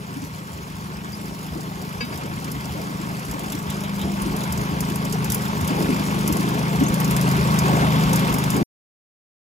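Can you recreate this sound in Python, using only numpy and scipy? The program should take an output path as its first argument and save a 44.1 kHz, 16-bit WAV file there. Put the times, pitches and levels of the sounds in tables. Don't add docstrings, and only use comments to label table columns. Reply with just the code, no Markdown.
import sys
import numpy as np
from scipy import signal
from scipy.fft import rfft, irfft, dct, next_fast_len
from scipy.io import wavfile
from scipy.ndimage import uniform_filter1d, map_coordinates

SR = 44100
rng = np.random.default_rng(int(sys.argv[2]) if len(sys.argv) > 2 else 0)


def rack_gain(trim_db):
    fader = np.asarray(trim_db, float)
    return 10 ** (fader / 20)


def file_out(sig):
    cols = np.atleast_2d(sig).T
    lim = np.clip(cols, -1, 1)
    pcm = np.round(lim * 32767).astype(np.int16)
    wavfile.write(sys.argv[1], SR, pcm)


N = 422032
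FLAT = [(20, 0)]


def unit(x):
    return x / np.sqrt(np.mean(x ** 2) + 1e-20)


def along(points, hz):
    f, v = np.transpose(points)
    return np.interp(np.log(hz + 1), np.log(f + 1), v)


def curves(rows):
    s, *cols = np.transpose(rows)
    return [np.interp(np.arange(N) / SR, s, c) for c in cols]


def wobble(rate):
    return map_coordinates(rng.standard_normal(int(N * rate / SR) + 4), [np.arange(N) * rate / SR])


def filtered(x, response):
    m = next_fast_len(N + 8192)
    return irfft(rfft(x, m) * response(np.fft.rfftfreq(m, 1 / SR)), m)[..., :N]


def place(out, s, sound):
    start = round(s * SR)
    out[..., start:start + sound.shape[-1]] += sound


def patchy(patchy_db):
    z = signal.stft(rng.standard_normal((2, N + 512)), nperseg=512)[2]
    field = uniform_filter1d(rng.standard_normal(z.shape[1:]), size=5, axis=0)
    field = uniform_filter1d(field, size=7, axis=1)
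    return signal.istft(z * rack_gain(patchy_db * unit(field)), nperseg=512)[1][:, :N]


# f/Hz, likeness/1
ALIKE = [(100, .98), (300, .85), (600, .72), (1500, .72), (3400, .72), (4000, .35), (5900, .4), (6500, .76),
         (8500, .82), (16000, .84)]


def ports(pair, spectrum, lead):
    def shares(hz):
        turn = np.arccos(np.clip(along(ALIKE, hz), 0, 1)) / 2
        return rack_gain(along(spectrum, hz)) * [np.cos(turn), np.sin(turn)]

    direct, diffuse = filtered(pair, shares)
    both = np.array([direct + diffuse, direct - diffuse])
    return filtered(both, lambda hz: np.exp(.5j * np.outer([1, -1], lead(hz))))


LEAD_S = 15.3 / 44100


def from_left(hz):
    return 2 * np.pi * hz * LEAD_S


SPRAY_NULL_HZ, SPRAY_STEP_HZ = 9100, 4190


def from_right(hz):
    return np.minimum(np.pi - 2 * np.pi * (hz - SPRAY_NULL_HZ) / SPRAY_STEP_HZ, 2 * np.pi)


# t/s, level/dB
SWELL = [(0, -43.5), (.45, -44), (.9, -42.5), (2.4, -40), (4.1, -37.5), (4.5, -35.5), (5.06, -36.5),
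         (5.5, -34.5), (5.8, -33), (6.77, -33), (7.5, -30), (7.9, -29), (8.3, -30.5), (8.6, -33)]
FULL_DB = -37


def layer_db(middling_db, grows):
    return middling_db + grows * (curves(SWELL)[0] - FULL_DB)


# t/s, slosh rise/dB, gurgle rise/dB, length/s
SURGES = [(0.166, 0.5, 1, .1), (1.52, 4, 1.5, 0.15), (1.986, -13, 0.5, 0.05), (2.16, 4, 5.5, .12),
          (2.747, 2.5, 11.5, 0.079), (3.3, 0.5, 2.5, 0.36), (4.009, 8.5, 8.5, 0.066), (4.236, 9, 1.5, 0.11),
          (4.385, 1.5, 4.5, 0.063), (5.55, 0, -3.5, 0.13), (5.679, 5.5, 4, .3), (5.82, 1.5, -2, .1),
          (6.252, 5, 0.5, 0.38), (6.544, 3.5, 5, 0.084), (6.801, 8.5, 2.5, .1), (7.616, 3.5, 4, .25),
          (8.523, 8, 6.5, 0.18)]
SURGE_ATTACK_S = 0.04


def surges():
    t = np.arange(N) / SR
    total = np.zeros((2, N))
    for s, slosh_rise_db, gurgle_rise_db, length in SURGES:
        u = t - s
        swell = np.clip(u / SURGE_ATTACK_S, 0, 1) * np.exp(-(u.clip(0) / length) ** 2)
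        total += np.outer([slosh_rise_db, gurgle_rise_db], swell)
    return total


# f/Hz, level/dB per Hz
DRUM = [(12, -52), (20, -25), (64, -4.5), (102, -1.5), (120, -2), (160, -6), (260, -120)]
# f/Hz, level/dB per Hz
SLOSH = [(110, -60.5), (150, -3), (210, -0.5), (260, 1), (330, -3.5), (430, -3), (520, -21.5), (700, -49)]
# f/Hz, level/dB per Hz
GURGLE = [(380, -45.5), (480, 0), (650, -0.5), (880, 0), (1100, -39.5)]
# f/Hz, level/dB per Hz
RUSH = [(600, -48.5), (880, 1.5), (1040, 0), (1190, -2.5), (1260, -1), (1650, -3.5), (1880, -7),
        (2100, -6.5), (2800, -9), (3600, -10), (4200, -16), (6200, -21), (7000, -72.5)]
DRUM_DB, SLOSH_DB, GURGLE_DB = -38.5, -35.5, -40
DRUM_GROWS, SLOSH_GROWS, GURGLE_GROWS = 0.66, 0.99, 1.09


def wheel():
    slosh_rise_db, gurgle_rise_db = surges()
    drum_db = layer_db(DRUM_DB, DRUM_GROWS) + 2.0 * wobble(9)
    slosh_db = layer_db(SLOSH_DB, SLOSH_GROWS) + slosh_rise_db
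    gurgle_db = layer_db(GURGLE_DB, GURGLE_GROWS) + gurgle_rise_db
    rush_db = curves(SWELL)[0] + 1.5
    drum = unit(ports(patchy(1.5) * rack_gain(1.4 * wobble(25)), DRUM, from_left))
    slosh = unit(ports(patchy(2.1) * rack_gain(0.97 * wobble(35)), SLOSH, from_left))
    churn = patchy(1.1) + .17 * bubbles(count=1500, low_hz=450, span=2.2)
    gurgle = unit(ports(churn, GURGLE, from_left)) * rack_gain([[.8], [-.8]])
    fizz = patchy(.9) + .24 * bubbles(count=4000, low_hz=900, span=7)
    rush = unit(ports(fizz * rack_gain(1.13 * wobble(60)), RUSH, from_left))
    return rack_gain(drum_db) * drum + rack_gain(slosh_db) * slosh + rack_gain(gurgle_db) * gurgle + rack_gain(rush_db) * rush


def bubbles(count, low_hz, span):
    draw = rng.random((2 * count, 3))
    t = np.arange(900) / SR
    hz = low_hz * span ** draw[:, 1:2]
    u = t * hz / 6.3
    level = rack_gain(-5 * np.log(draw[:, 2:].clip(.08))) * np.sqrt(hz)
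    tones = level * u * np.exp(-u) * np.sin(2 * np.pi * hz * t * (1 + 0.026 * u))
    where = (draw[:, :1] * 2 * N).astype(int) + np.arange(len(t))
    train = np.bincount(where.ravel(), tones.ravel(), 2 * N + len(t))
    return unit(train[:2 * N].reshape(2, N))


# t/s, peak level/dB, f/Hz
THUMPS = [(.521, -29, 95), (.942, -30, 70), (1.259, -32, 75), (1.503, -25, 85), (1.749, -37, 65),
          (2.134, -24.5, 95), (2.536, -27, 75), (2.689, -23.5, 95), (2.779, -39, 75), (3.28, -24.5, 70),
          (3.469, -32, 65), (4.026, -20, 95), (4.21, -25, 62), (4.493, -21, 91), (4.56, -24, 75),
          (4.711, -20.5, 95), (4.893, -30, 90), (5.609, -14, 107), (5.819, -28, 89.5), (6.303, -25, 85),
          (6.769, -16.5, 94), (7.118, -22, 69.6), (7.371, -22, 85), (7.605, -23, 95), (7.829, -23.5, 85),
          (8.039, -20, 65.3), (8.299, -24.5, 65), (8.53, -27, 84.9)]
THUMP_S, THUMP_SAG, THUMP_DB = .01, 6, 1


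def thumps():
    out, t = np.zeros(N + SR), np.arange(SR // 5) / SR
    u = t / THUMP_S
    for s, db, hz in THUMPS:
        tone = np.sin(2 * np.pi * hz * t * np.exp(-THUMP_SAG * t / 2))
        place(out, s, rack_gain(db + THUMP_DB) * u * u * np.exp(-u) * tone)
    return ports(np.array([out[:N], np.zeros(N)]), FLAT, from_left)


def spread(out):
    return ports(np.array([out[:N], np.roll(out[:N], 130)]), FLAT, from_left)


# t/s, peak level/dB, f/Hz
GLUGS = [(.17, -24, 254), (0.228, -24.5, 250), (1.559, -24.5, 295), (1.045, -31.5, 272),
         (2.034, -23.5, 209), (2.15, -34, 277), (2.325, -31, 311), (2.569, -29.5, 258), (2.779, -27, 268),
         (3.345, -24.5, 269), (3.548, -24, 279), (3.004, -26, 296), (4.264, -21.5, 296), (4.309, -26, 338),
         (4.72, -24, 276), (4.91, -27, 320), (6.005, -24, 248), (6.075, -24, 332), (6.15, -27, 348),
         (7.385, -22, 360), (5.709, -17, 257), (5.83, -18, 280), (5.894, -16.5, 265), (6.3, -17, 286),
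         (6.399, -20.5, 260), (6.818, -9.5, 252), (7.18, -25, 273), (7.649, -19, 353), (7.846, -27, 278),
         (8.556, -16.5, 266), (8.104, -22.5, 230), (8.35, -17, 237.4), (8.61, -17, 309)]
# t/s, peak level/dB, f/Hz
BLOOPS = [(2.19, -31, 677), (2.79, -30, 640), (3.37, -33, 560), (3.4, -27, 640), (4.075, -27, 680),
          (4.408, -33, 537), (5.061, -29.5, 550), (5.14, -25, 417), (5.158, -25.5, 700), (5.201, -29, 400),
          (5.225, -33, 745), (5.715, -26, 670), (5.857, -25.5, 660), (6.305, -29, 457), (6.357, -29, 475),
          (6.44, -25.5, 700), (6.577, -22, 660), (6.81, -30, 800), (6.88, -24.5, 900), (7.455, -23, 500),
          (7.73, -21.5, 570), (7.87, -26, 500), (8.015, -24.5, 497)]
GLUG_CYCLES, GLUG_RISE = 1.494, 2.55


def glugs():
    out, t = np.zeros(N + SR), np.arange(SR // 8) / SR
    for s, db, hz in GLUGS + BLOOPS:
        u = t * hz / GLUG_CYCLES
        tone = np.sin(2 * np.pi * hz * t * (1 + GLUG_RISE * t))
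        onset_s = s - 2 * GLUG_CYCLES / hz
        place(out, onset_s, rack_gain(db + 4.0) * u * u * np.exp(-u) * tone)
    return spread(out)


# t/s, peak level/dB, f/Hz
DRIPS = [
    (1.128, -27, 4700),
    (1.138, -28, 4950),
    (1.26, -37, 5200),
    (2.244, -39, 5100),
    (3.525, -30, 3450),
    (3.69, -31, 3500),
    (3.843, -32, 3700),
    (5.765, -29, 1700),
    (6.862, -20, 6300),
]


def drips():
    out, t = np.zeros(N + SR), np.arange(SR // 8) / SR
    for s, db, hz in DRIPS:
        swell = 1 - np.exp(-t / .004)
        place(out, s, rack_gain(db - 60 * t / .055) * swell * np.sin(2 * np.pi * hz * t * (1 + .9 * t)))
    return spread(out)


# (f/Hz, level/dB, t60/s)
KNOCK = (2.006, -24, [(480, 4, .07), (1050, -4, .15), (1650, 3, .12), (2250, 0, .16), (2600, 3, .12),
         (3050, -6, .22), (3800, -5, .2), (4750, 1, .18), (7000, -4, .03)])
REBOUND_S, REBOUND_DB = .116, -13


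def knock():
    out, t = np.zeros(N + SR), np.arange(SR // 8) / SR
    s, db, modes = KNOCK
    rattle = uniform_filter1d(rng.standard_normal((len(modes), len(t))), size=60, axis=1) * 5
    ring = np.zeros(len(t))
    for (hz, mode_db, t60), r in zip(modes, rattle):
        shape = rack_gain(db + mode_db - 60 * t / t60) * (1 - np.exp(-t / .0015))
        ring += shape * (0.6 + 0.4 * r) * np.sin(2 * np.pi * hz * t)
    place(out, s, ring)
    place(out, s + REBOUND_S, rack_gain(REBOUND_DB) * ring)
    return spread(out)


# f/Hz, level/dB per Hz
SPRAY = [(3200, -18.5), (4200, -2), (4900, 0), (6500, -3), (9000, -3), (12000, -4.5), (14500, -6),
         (15600, -8), (15900, -73)]
SPRAY_DB, SPRAY_GROWS = -41, 0.68
SURGE_SPRAY = 0.14


def spray():
    spray_db = layer_db(SPRAY_DB, SPRAY_GROWS) + SURGE_SPRAY * surges()[1]
    ticks = (rng.random(N) < 70 / SR) * rack_gain(4.5 * rng.exponential(size=N).clip(0, 2.6))
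    dying = rack_gain(-60 * np.arange(SR // 20) / SR / .025)
    grainy = 1 + .55 * signal.fftconvolve(ticks, dying)[:N]
    hiss = unit(ports(patchy(2.3) * grainy * rack_gain(0.57 * wobble(9.6)), SPRAY, from_right))
    return rack_gain(spray_db) * hiss


# t/s, peak level/dB, bright level/dB
SPATTER = [(2.5187, -33.5, 1), (3.1955, -34, -4.5), (4.2208, -32.5, 1.5), (4.366, -31, -1.5),
           (4.525, -26.5, -2), (4.578, -29, -7.5), (4.807, -23, -4), (4.9593, -30, 0.5), (5.052, -27, -4),
           (5.1265, -23, -6.5), (5.2456, -26, -4.5), (5.3218, -22, -1), (5.3468, -24.5, 2),
           (6.1918, -31.5, -3.5), (6.278, -23.5, 0), (6.327, -24, -2.5), (6.37, -26.5, -5),
           (6.8384, -27.5, -6), (6.8857, -28, -4), (6.943, -24, -5.5), (7.003, -26.5, 0.5),
           (7.0469, -23, -7.5), (7.111, -26, -0.5), (7.315, -27.5, -6), (7.5898, -17.5, -7),
           (8.1332, -21, -4), (8.16, -21, -4), (8.342, -24.5, -1.5), (8.386, -25.5, -4), (8.5042, -22, -4)]
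# t/s, peak level/dB, dull level/dB
SLAPS = [(.3601, -41.5, 3), (1.2585, -39, -12), (1.8243, -39.5, -5), (2.176, -33, -2), (3.251, -34.5, -2.5),
         (5.4555, -35, 1), (5.9643, -34.5, -7.5), (6.542, -36.5, -5.5), (6.5849, -40, -4),
         (6.7999, -33, -2), (2.4445, -38, 6), (3.314, -30, -8), (3.3945, -32, 1), (3.523, -27.5, 0),
         (3.5907, -34.5, -12), (3.702, -29, 4.5), (3.8074, -33.5, -9), (3.838, -34, 8), (3.995, -35.5, 8.5),
         (4.0158, -34.5, 9.5), (4.3201, -38, -9), (4.4129, -40.5, 11.5), (4.4368, -31, -1),
         (4.9003, -31.5, -8), (5.3023, -23, -1.5), (5.4206, -33.5, -10), (5.6121, -30, -10.5),
         (5.6481, -33.5, -9.5), (5.678, -26.5, -3.5), (6.4306, -34.5, -0.5), (6.4916, -32.5, -11.5),
         (7.1665, -21.5, -3), (7.214, -26.5, -3), (7.5418, -31.5, -6), (8.1956, -28.5, 0.5),
         (8.44, -27, -2), (8.5669, -27, -13)]
SPATTER_DULL_DB, SLAP_BRIGHT_DB = -18, -3


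def spatter():
    bursts, t = np.zeros((3, N + SR)), np.arange(SR // 5) / SR
    fades = rack_gain(-60 * t / [[.04], [.03], [.12]]) + .2 * rack_gain(-60 * t / .13)
    shape = (1 - np.exp(-t / .0005)) * fades
    thin = [(s, db, bright_db, SPATTER_DULL_DB) for s, db, bright_db in SPATTER]
    heavy = [(s, db, SLAP_BRIGHT_DB, dull_db) for s, db, dull_db in SLAPS]
    for s, db, bright_db, dull_db in thin + heavy:
        place(bursts, s - .002, rack_gain([[db], [db + bright_db], [db + dull_db]]) * shape)
    # f/Hz, level/dB per Hz
    bands = [[(4000, -65.5), (4600, -1.5), (8000, -1), (9000, -29.5)],
             [(7500, -29.5), (8500, -6.0), (12500, -5.5), (15500, -10.5), (15900, -70.5)],
             [(900, -36.0), (1500, -5.0), (4000, 9), (4500, -44.5)]]
    out = np.zeros((2, N))
    for band, burst, trim_db in zip(bands, bursts, (-4, 4, -12)):
        noise = rng.standard_normal((2, N))
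        out += rack_gain(trim_db) * unit(ports(noise, band, from_right)) * burst[:N]
    return out


# t/s, firing rate f/Hz, level/dB
ENGINE = [(0.0, 25.95, -37.0), (0.29, 26.01, -37.0), (0.5, 25.41, -38.0), (0.9, 25.75, -36.0),
          (1.6, 25.68, -34.0), (2.39, 26.07, -32.0), (3.1, 25.61, -32.0), (3.54, 25.64, -31.0),
          (4.07, 24.45, -28.0), (4.64, 25.99, -27.0), (5.01, 26.42, -24.0), (5.5, 25.84, -27.0),
          (5.85, 25.1, -25.0), (6.6, 25.69, -23.5), (7.09, 26.58, -21.0), (7.33, 26.63, -20.0),
          (7.76, 26.25, -20.0), (8.6, 26.03, -23.0)]
# f/Hz, level/dB
MUFFLER = [(123, -13.5), (133, -5), (147, -11.5), (154, -5.5), (160, -4.5), (172, -7), (180, -5), (187, -6),
           (197, -1), (212, -9.5)]
# order/1, level/dB under the strong ones
ORDERS_WEAK = [(2, -18), (3, -13), (4, -15), (9, -16), (10, -7.5), (11, -18), (12, -19), (13, -20),
               (14, -21), (15, -17), (16, -12.5), (21, -19), (36, -19), (38, -22), (42, -19), (44, -22)]
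# f/Hz, width/Hz, level/dB
CASING = [(405, 35, 2), (923.6, 36, 5), (1108, 46, 5.5), (1490, 190, -17), (2130, 240, -8),
          (2690, 280, -14.5), (3550, 720, -19)]
FIRST_FIRING = -1.7


def casing(f):
    return sum((-1) ** k * rack_gain(db) * 1j * f * width / (hz * hz - f * f + 1j * f * width)
               for k, (hz, width, db) in enumerate(CASING))


def swing(k):
    return 2.5 * (k < 5.5) - .6 - .4 * max(k - 8, 0) ** 2 + .35 * wobble(6)


def engine():
    firing_hz, level_db = curves(ENGINE)
    crank = 2 * np.pi * np.cumsum(firing_hz) / SR + FIRST_FIRING
    orders = [(k, level_db + along(MUFFLER, k * firing_hz) + 1.6 * wobble(4.8)) for k in range(5, 9)]
    orders += [(k, level_db - 8.5 + db + 1.8 * wobble(3.5)) for k, db in ORDERS_WEAK]
    drone = np.zeros(N)
    for k, db in orders:
        drone += rack_gain(db + 3.0 + 0.42 * wobble(13)) * np.cos(k * crank + swing(k))
    hum = ports(np.array([drone, np.zeros(N)]), FLAT, from_left) * rack_gain([[.8], [-.8]])

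    gate = np.exp(6 * (np.cos(crank - 3.1) - 1)) + 1.15 * np.exp(6 * (np.cos(crank + .45) - 1))
    blows = np.diff(np.floor((crank + .5) / np.pi), prepend=0) > 0
    raps = unit(gate * rng.standard_normal((2, N))) + 1.3 * unit(blows - blows.mean()) * [[1], [.4]]
    ringing = filtered(raps * rack_gain(0.99 * wobble(30)), casing)
    clatter = unit(ports(ringing, FLAT, from_left))
    return hum + rack_gain(layer_db(-39.5, grows=1.2)) * clatter


def scene():
    return wheel() + thumps() + glugs() + drips() + knock() + spray() + spatter() + engine()


def thrifty_stereo(x):
    above_hz, attack_db = np.array([[1400], [2000]]), 5
    gap_db = np.array([[[4.5]], [[5]]]) + 2.5 * (np.arange(32) < 12)
    n, frames = np.arange(2048), N // 1024 + 2
    window = np.sin(np.pi * (n + .5) / 2048)
    pair = np.pad([x[0] + x[1], x[0] - x[1]], ((0, 0), (1002, 3072)))
    a, b, c, d = np.split(pair[:, n + 1024 * np.arange(frames)[:, None]] * window, 4, axis=2)
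    z = dct(np.concatenate([-c[..., ::-1] - d, a - b[..., ::-1]], axis=2), type=4, norm="ortho")
    power = (z ** 2).reshape(2, frames, 32, 32).sum(axis=3)
    steady = power + .5 * np.roll(power, 1, axis=1)
    treble = (np.arange(32) * SR / 64 > above_hz)[:, None]
    weak = (steady * rack_gain(gap_db) ** 2 < steady[::-1]) & treble
    bright = power[..., 10:].sum(axis=(0, 2))
    weak &= (bright < rack_gain(attack_db) ** 2 * np.roll(bright, 1))[:, None]
    p, q = np.split(dct(z * ~np.repeat(weak, 32, axis=2), type=4, norm="ortho"), 2, axis=2)
    back = np.concatenate([q, -q[..., ::-1], -p[..., ::-1], -p], axis=2) * window
    mid, side = (back[:, 1:, :1024] + back[:, :-1, 1024:]).reshape(2, -1)[:, :N - 22] / 2
    return np.concatenate([x[:, :22], [mid + side, mid - side]], axis=1)


def low_pass(x):
    return signal.sosfilt(signal.butter(12, 16990, fs=SR, output="sos"), x)


END_S = 8.632


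def record(dry):
    cut = np.clip((END_S - np.arange(N) / SR) / .003, 0, 1)
    limited = filtered(dry, lambda hz: hz < 15840)
    mix = thrifty_stereo(limited * cut)
    return low_pass(mix)


dry = scene()
out = record(dry)
file_out(out)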